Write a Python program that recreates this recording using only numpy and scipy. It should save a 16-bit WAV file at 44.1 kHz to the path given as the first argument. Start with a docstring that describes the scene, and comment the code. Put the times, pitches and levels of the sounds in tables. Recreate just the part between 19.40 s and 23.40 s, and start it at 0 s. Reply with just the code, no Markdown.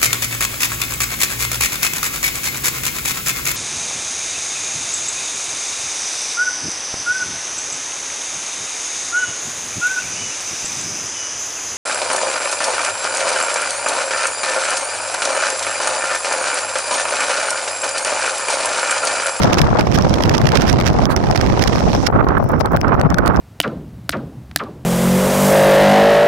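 """Storm wind rumbles and flutters in both ears, driving rain across a lakeside yard straight onto the
two microphone ports of a hand-held camera. Eddies buffet each port on its own. The right port hears
the rush of rain and spits with spray; water seals it for an instant, then for good at about 2.7 s,
and gusts flap the film. The left port is wet throughout and thumps under the big eddies.
A wet port sounds hollow and dull, and drops tick on it."""
import sys
import numpy as np
from scipy import signal
from scipy.fft import rfft, irfft
from scipy.io import wavfile
from scipy.ndimage import uniform_filter1d, minimum_filter1d

SR = 44100
rng = np.random.default_rng(int(sys.argv[2]) if len(sys.argv) > 2 else 0)


def int16_out(signal):
    """Quantize to a 16-bit WAV file."""
    q = np.round(np.clip(np.atleast_2d(signal).T, -1, 1) * 32767)
    wavfile.write(sys.argv[1], SR, q.astype(np.int16))


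N = 176400

# Colour of wind fluttering on a film of water. Each row: frequency in Hz, relative level in dB.
FILM_FLUTTER = [(100, 3.5), (400, 3), (800, 1.5), (1300, 5.5), (1700, -5.5), (2300, -17), (3200, -29),
                (5000, -44), (9000, -75), (16000, -85)]
# Colour of rain heard through a wet port. Each row: frequency in Hz, relative level in dB.
MUFFLED_RAIN = [(200, 2.5), (700, 18.5), (1300, -7), (2300, -9), (3200, -30), (4300, -68), (6000, -71),
                (7300, -37), (10000, -63), (16000, -46)]
LEFT, RIGHT = 0, 1


def from_db(db):
    return 10 ** (np.asarray(db) / 20)


def unit_rms(x):
    return x / np.sqrt(np.mean(x ** 2) + 1e-20)


def low_pass(x, hz, order):
    return signal.sosfilt(signal.butter(order, hz, fs=SR, output="sos"), x)


def automation(rows):
    """One curve per column, drawn through rows that begin with a time in seconds."""
    times, *columns = np.transpose(rows)
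    return [np.interp(np.arange(N) / SR, times, column) for column in columns]


def on_port(rows, side):
    """The events that strike one port, without the port column."""
    return [row[:-1] for row in rows if round(row[-1]) == side]


def noise(colour):
    """Noise of the given colour at an rms of 1."""
    hz, db = np.transpose(colour)
    bins = np.maximum(np.arange(N // 2 + 1) * SR / N, 1)
    gain = from_db(np.interp(np.log(bins), np.log(hz), db)) * np.minimum(bins / hz[0], 1)
    return unit_rms(irfft(rfft(rng.standard_normal(N)) * gain, N))


def drift(rate_hz):
    """A smooth random wander at an rms of 1."""
    return unit_rms(low_pass(rng.standard_normal(N + SR), rate_hz, order=2)[SR:])


def bursts(rows):
    """Envelope of bell-shaped bursts. Each row: centre in seconds, level in dB, length in seconds."""
    power = np.zeros(N)
    for s, db, length in rows:
        i = np.arange(max(int((s - 2 * length) * SR), 0), min(int((s + 2 * length) * SR), N))
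        power[i] += from_db(db) ** 2 * np.exp(-np.pi * ((i / SR - s) / length) ** 2)
    return np.sqrt(power)


def shower(per_s, floor_db, spread_db, mean_length_s):
    """Envelope of drops landing at random times, most of them small."""
    gap_draw, size_draw, length_draw = rng.random((600, 3)).T
    times = np.cumsum(-np.log(gap_draw)) / per_s
    levels = floor_db + spread_db * np.minimum(-np.log(size_draw), 3)
    lengths = mean_length_s * (.5 + length_draw)
    return bursts(np.column_stack([times, levels, lengths])[times < N / SR])


def eddies(swing_db):
    """Gain of eddies tumbling past a port: quick lumps around a steady mean power."""
    lumps = from_db(swing_db * np.clip(drift(rate_hz=93), -3, 2))
    return lumps / np.sqrt(uniform_filter1d(lumps ** 2, size=4000))


def wind(side, gust_db, rumble_colour, flutter_colour, rumble_db, flutter_db, eddy_db, rumble_follow):
    """Low pressure swings and a lumpy flutter rise with the gust; single hard eddies punch through."""
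    # Hard eddies. Each row: time in seconds, relative level in dB, port (0 left, 1 right).
    punches = [(0.046, -13, 0), (0.075, -7, 1), (0.132, 0, 1), (0.189, -5, 1), (0.204, -7, 0),
               (0.355, -5.5, 0), (0.393, -5, 0), (0.395, -2.5, 1), (0.579, -5, 0), (0.877, -10, 0),
               (0.949, -2, 1), (1.137, -4.5, 0), (1.158, 1, 1), (1.4, -9, 0), (1.552, -8.5, 0),
               (1.592, -7.5, 0), (1.908, -9, 0), (2.332, -7, 1), (2.55, -5.5, 0), (3.003, -7, 0),
               (3.101, -9, 0), (3.213, -4, 0), (3.255, -5, 0), (3.349, -2, 0), (3.61, -7, 0),
               (3.662, -5.5, 0), (3.994, -6, 0)]
    buffets = bursts([(s, db - 1.5, 0.0084) for s, db in on_port(punches, side)])
    lumps = eddies(eddy_db)
    swell_db = rumble_follow * (gust_db - np.median(gust_db)) + 2.5 * drift(rate_hz=12.6)
    rumble = from_db(rumble_db + swell_db) * lumps ** 0.35 * noise(rumble_colour)
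    air = noise(flutter_colour)
    body = signal.sosfiltfilt(signal.butter(2, 830, fs=SR, output="sos"), air)
    fizz = (air - body) * (lumps / 2) ** 0.31  # the top opens up with the hardest eddies
    flutter_gain = from_db(flutter_db + gust_db) * lumps
    return rumble + np.hypot(flutter_gain, buffets) * (body + fizz)


def singing_rain():
    """Rain hiss sings in the left port's resonance, which moves with the water in it."""
    # Each row: time in seconds, frequency in Hz, level in dB.
    resonance = [(0, 5930, -77), (1.8, 5570, -65), (2.8, 6000, -65), (3.08, 5500, -50), (3.26, 5400, -55),
                 (3.6, 5200, -62), (4, 5600, -59)]
    # Broad hiss around it. Each row: frequency in Hz, relative level in dB.
    skirt = [(2000, 0), (4500, 0), (6000, -16), (7500, -5), (10000, -26), (16000, -9)]
    hz, db = automation(resonance)
    width_hz = 600
    phase = 2 * np.pi * np.cumsum(hz) / SR
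    crest = drift(width_hz / 2) * np.cos(phase) + drift(width_hz / 2) * np.sin(phase)
    return from_db(db) * (crest + from_db(-4) * noise(skirt))


def rain_rush():
    """The rush of rain swells and sinks through the open port."""
    # Each row: time in seconds, level in dB that the rain wavers around.
    swells = [(0, -30), (.4, -32), (.7, -26), (1.2, -45), (1.6, -24), (1.85, -35), (2.3, -27),
              (2.62, -24.5)]
    # Each row: frequency in Hz, relative level in dB.
    colour = [(200, 24.5), (700, 14.5), (1300, -1), (2300, -13), (3200, -0.5), (4400, 1.5), (5600, 8),
              (6300, 2.5), (7300, -6.5), (10000, -14), (16000, -35)]
    level_db = automation(swells)[0] + 2.3 * drift(rate_hz=1.4)
    return from_db(level_db) * noise(colour)


def struck_port(envelope, modes, crack_db, dull_hz):
    """Water hits ring the port's resonances; a little of the bare crack gets past them."""
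    strike, crack = envelope * rng.choice([-1, 1], (2, N)) + 1e-18
    ring = 0
    for k, (hz, width_hz, db) in enumerate(modes):
        radius = np.exp(-np.pi * width_hz / SR)
        feedforward = np.array([1, 0, -1]) * (1 - radius ** 2) / 2
        feedback = [1, -2 * radius * np.cos(2 * np.pi * hz / SR), radius ** 2]
        ring = ring + (-1) ** k * from_db(db) * signal.lfilter(feedforward, feedback, strike)
    return low_pass(ring, dull_hz, order=4) + from_db(crack_db) * low_pass(crack, hz=8200, order=1)


def spray(gust_db, is_open):
    """Water torn up in the right port: big spits and, while it is open, sizzle and fine spray."""
    # Bursts of spray. Each row: time in seconds, relative level in dB, length in milliseconds.
    spit_hits = [(0.034, 15, 1.5), (0.132, -1, 1.9), (0.143, -9, 1), (0.185, 3, 1.7), (0.217, 4, 1.7),
                 (.394, -13, 1.7), (0.41, -14.5, 1.5), (0.545, -22, 3.9), (0.587, -13, 0.96),
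                 (.623, -18.5, 1), (0.741, -12, 1.3), (0.825, -20, 3.5), (.837, -10, 1.1),
                 (0.895, -10, 1.6), (.951, -11, 0.7), (.981, -4, 0.56), (1.016, -17, 1.7),
                 (1.071, -12, 2.8), (1.09, -13, 2), (1.12, -15, 1.6), (1.155, -6, 2.1), (1.173, 3, 2.1),
                 (1.211, -21.5, 3.7), (1.22, 3, 0.86), (1.298, -3, 1.6), (1.329, -12, 1.1),
                 (1.412, -15, 1.4), (1.467, -17, 1.4), (1.476, -20, 2), (1.655, -12, 0.95),
                 (1.764, -9, 1.6), (1.912, -10, 1.2), (1.961, -17, 4.3), (1.976, -15, 1.6),
                 (2.012, -9, 0.77), (2.194, -15, 0.58), (2.224, -14.5, 5.2), (2.239, -5, 0.96),
                 (2.277, -12, 3.6), (2.359, -17, 1.0), (2.669, 0, 3.6)]
    # Longer bursts. Each row: time in seconds, relative level in dB, length in seconds.
    splatters = [(.19, -15, 0.0084), (.55, -20.5, 0.015), (.945, -24.5, 0.011), (1.16, -23, 0.011),
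                 (1.29, -18.5, 0.023), (1.475, -20.5, 0.019)]
    # Resonances of the open port. Each row: frequency in Hz, width in Hz, gain in dB.
    open_modes = [(1470, 910, 9), (3500, 2470, 4.5), (5500, 1300, 8.5)]
    spits = bursts([(s, db + 5, ms / 1000) for s, db, ms in spit_hits])
    halos = [(s, db - 32.5, 0.014) for s, db, _ in spit_hits]  # a short sizzle wraps each spit
    grain = from_db(7 * drift(rate_hz=400))
    sizzle = bursts(halos + list(splatters)) * grain
    fine = shower(per_s=45, floor_db=-26.5, spread_db=5, mean_length_s=0.00071)
    fine *= from_db(0.15 * (gust_db - np.median(gust_db)))
    return struck_port(spits + is_open * (sizzle + fine), open_modes, crack_db=-9, dull_hz=6140)


def thumps():
    """Big slow eddies thump the left port: a swing or two of low pressure at a wandering pitch."""
    # Each row: time in seconds, relative level in dB, port (0 left, 1 right). 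Only the left rows play.
    big_eddies = [(0.046, -7, 0), (0.05, 1.5, 1), (0.129, -3, 1), (0.213, -6, 0), (0.285, -6, 1),
                  (0.313, -9, 0), (0.573, -5, 1), (0.636, 5, 1), (0.69, 0, 1), (0.758, -14, 1),
                  (0.803, 2, 1), (0.855, -12, 0), (0.958, -4, 1), (1.046, -4, 0), (1.303, -3, 1),
                  (2.415, 4, 1), (2.616, 0, 1), (2.748, -8, 0), (3.054, -10.5, 0), (3.251, -5, 1),
                  (3.659, -5, 0), (3.737, -10, 0), (3.837, -16, 0)]
    envelope = bursts([(s, db + 3.5, .016) for s, db in on_port(big_eddies, LEFT)])
    hz = 142 * 2 ** (0.38 * drift(rate_hz=40.04))
    return envelope * np.sin(2 * np.pi * np.cumsum(hz) / SR)


def drops(side, modes):
    """Single drops, splashes and a light patter ring a wet port."""
    # Drop strikes. Each row: time in seconds, relative level in dB, port (0 left, 1 right).
    ticks = [(1.402, -18, 0), (2.55, -17, 0), (2.887, -24.5, 0), (3.21, -21.5, 0), (3.364, -27.5, 0),
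             (3.259, -19, 1), (3.371, -21.5, 1), (3.414, -21.5, 0), (3.598, -28, 0), (3.614, -16.5, 1),
             (3.703, -20, 0), (3.744, -17, 0), (3.785, 13, 1), (3.861, -16, 1), (3.878, -11, 1),
             (3.962, -28, 0)]
    # Each row: time in seconds, relative level in dB, length in seconds, port.
    splashes = [(1.716, -19, .02, 1), (2.677, -20, 0.0031, 0), (3.208, -22, 0.0085, 0),
                (3.787, -4, 0.0024, 1), (3.871, -19.5, 0.0084, 1)]
    tick_s = 0.00081
    hits = bursts([(s, db + 8.5, tick_s) for s, db in on_port(ticks, side)] + on_port(splashes, side))
    patter = shower(per_s=18, floor_db=-53, spread_db=11, mean_length_s=tick_s)
    return struck_port(np.hypot(hits, patter), modes, crack_db=-6, dull_hz=7100)


def prickles():
    """The finest droplets make thin, bright ticks on the film that seals the right port."""
    # Each row: frequency in Hz, relative level in dB.
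    colour = [(3000, -11), (6000, 0), (10000, -3), (15000, 4)]
    return shower(per_s=22, floor_db=-38.5, spread_db=6.5, mean_length_s=0.00071) * noise(colour)


def film_flaps():
    """Wind level in dB as gusts flap the sealing film: abrupt starts and stops, with lulls between."""
    # Each row: start in seconds, length in seconds, relative level in dB.
    flaps = [(2.725, 0.056, -14.5), (2.789, .025, -5.5), (2.815, 0.034, -26), (2.868, 0.047, -16),
             (2.92, 0.062, -11.5), (3.076, .12, -25.5), (3.117, 0.033, -17), (3.246, .027, -15),
             (3.304, 0.068, -19), (3.438, 0.087, -16), (3.518, .035, -11.5), (3.571, 0.036, -18.5),
             (3.632, 0.036, -17.5), (3.696, 0.023, -14.5), (3.774, 0.035, -15), (3.795, 0.21, -23),
             (3.846, 0.11, -17.5)]
    attack_s, release_s, lull_db = 0.0037, 0.007, -33.5
    t = np.arange(N) / SR
    gain = from_db(lull_db)
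    for start, length, db in flaps:
        edges = np.minimum((t - start) / attack_s, (start + length - t) / release_s)
        gain = gain + from_db(db) * np.clip(.5 + edges, 0, 1)
    return 20 * np.log10(gain)


def left_port():
    """Wet throughout: hollow buffeting, muffled rain, ticks and thumps."""
    # Each row: time in seconds, relative wind level in dB.
    gusts = [(0, -17.5), (.4, -19), (.47, -24.5), (.6, -18.5), (1.35, -21.5), (2.5, -18.5), (2.58, -25),
             (2.74, -17.5), (3.18, -24.5), (3.65, -17.5), (4, -23.5)]
    # Wind colours. Each row: frequency in Hz, relative level in dB.
    rumble = [(20, -26), (60, -3.5), (120, -2.5), (250, -9), (450, -15.5), (1000, -23), (3000, -74)]
    flutter = [(100, -6), (400, -1.5), (720, 3), (1000, -3), (1300, -9), (1700, -17.5), (2300, -27),
               (3200, -38), (5000, -43), (9000, -58), (16000, -81)]
    # Resonances of the wet port. 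Each row: frequency in Hz, width in Hz, gain in dB.
    wet_modes = [(1400, 370, 18), (5620, 860, 8.4)]
    gust_db, = automation(gusts)
    eddy_db, thin_film_until_s = 7.5, 0.452
    air = wind(LEFT, gust_db, rumble, flutter,
               rumble_db=-18, flutter_db=0, eddy_db=eddy_db, rumble_follow=0.32)
    # At first a thin film makes the port ring higher.
    is_thin = uniform_filter1d(1.0 * (np.arange(N) / SR < thin_film_until_s), size=400)
    thin_film = is_thin * from_db(gust_db - 1) * eddies(eddy_db) * noise(FILM_FLUTTER)
    rain = from_db(-33) * noise(MUFFLED_RAIN) + singing_rain()
    return air + thin_film + rain + drops(LEFT, wet_modes) + thumps()


def right_port():
    """Bright and crackling while open; hollow whenever a film of water closes it."""
    # Gusts until the port seals for good. Each row: time in seconds, relative level in dB.
    gusts = [(0, -22.5), (.32, -26.5), (.54, -24), (.66, -23.5), (1.3, -20.5), (1.56, -25.5), (1.72, -19.5),
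             (1.78, -25), (2.2, -21), (2.64, -26.5)]
    # Water covers the port. Each row: start in seconds, end in seconds.
    seals = [(1.652, 1.764), (2.671, 4.1)]
    # Wind colours. Each row: frequency in Hz, relative level in dB.
    rumble = [(20, -13), (60, 1), (150, 0.5), (250, -4.5), (450, -13.5), (1000, -25), (3000, -69.5)]
    open_flutter = [(100, 1.5), (350, 0.5), (700, -1.5), (1000, -4), (1700, -11), (2300, -13.5),
                    (3200, -19), (5500, -22.5), (7500, -32.5), (16000, -56.5)]
    # Resonances of the sealed port. Each row: frequency in Hz, width in Hz, gain in dB.
    sealed_modes = [(1490, 260, 16), (4600, 360, 0.89)]
    t = np.arange(N) / SR
    is_sealed = uniform_filter1d(sum(1.0 * ((t > start) & (t < end)) for start, end in seals), size=90)
    is_open = 1 - is_sealed
    last_seal_s = seals[-1][0]
    gust_db = np.where(t < last_seal_s, automation(gusts)[0], film_flaps())
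    bright = wind(RIGHT, gust_db, rumble, open_flutter,
                  rumble_db=-12.5, flutter_db=5, eddy_db=6, rumble_follow=0.48)
    bright += rain_rush()
    hollow = wind(RIGHT, gust_db, rumble, FILM_FLUTTER,
                  rumble_db=-15.5, flutter_db=2, eddy_db=4.5, rumble_follow=0.31)
    hollow += from_db(-37.5) * noise(MUFFLED_RAIN) + drops(RIGHT, sealed_modes) + prickles()
    return is_open * bright + is_sealed * hollow + spray(gust_db, is_open)


def scene():
    """The two ports side by side, one to each ear."""
    return np.array([left_port(), right_port()])


def record(dry):
    """A very fast limiter holds down each channel's peaks; then the very top is cut."""
    ceiling, cutoff_hz = .93, 17000
    gain = minimum_filter1d(np.minimum(1, ceiling / (np.abs(dry) + 1e-9)), size=91)
    for _ in range(3):
        gain = uniform_filter1d(gain, size=31)
    return signal.sosfilt(signal.cheby2(14, 70, cutoff_hz, fs=SR, output="sos"), dry * gain)


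dry = scene()
out = record(dry)
int16_out(out)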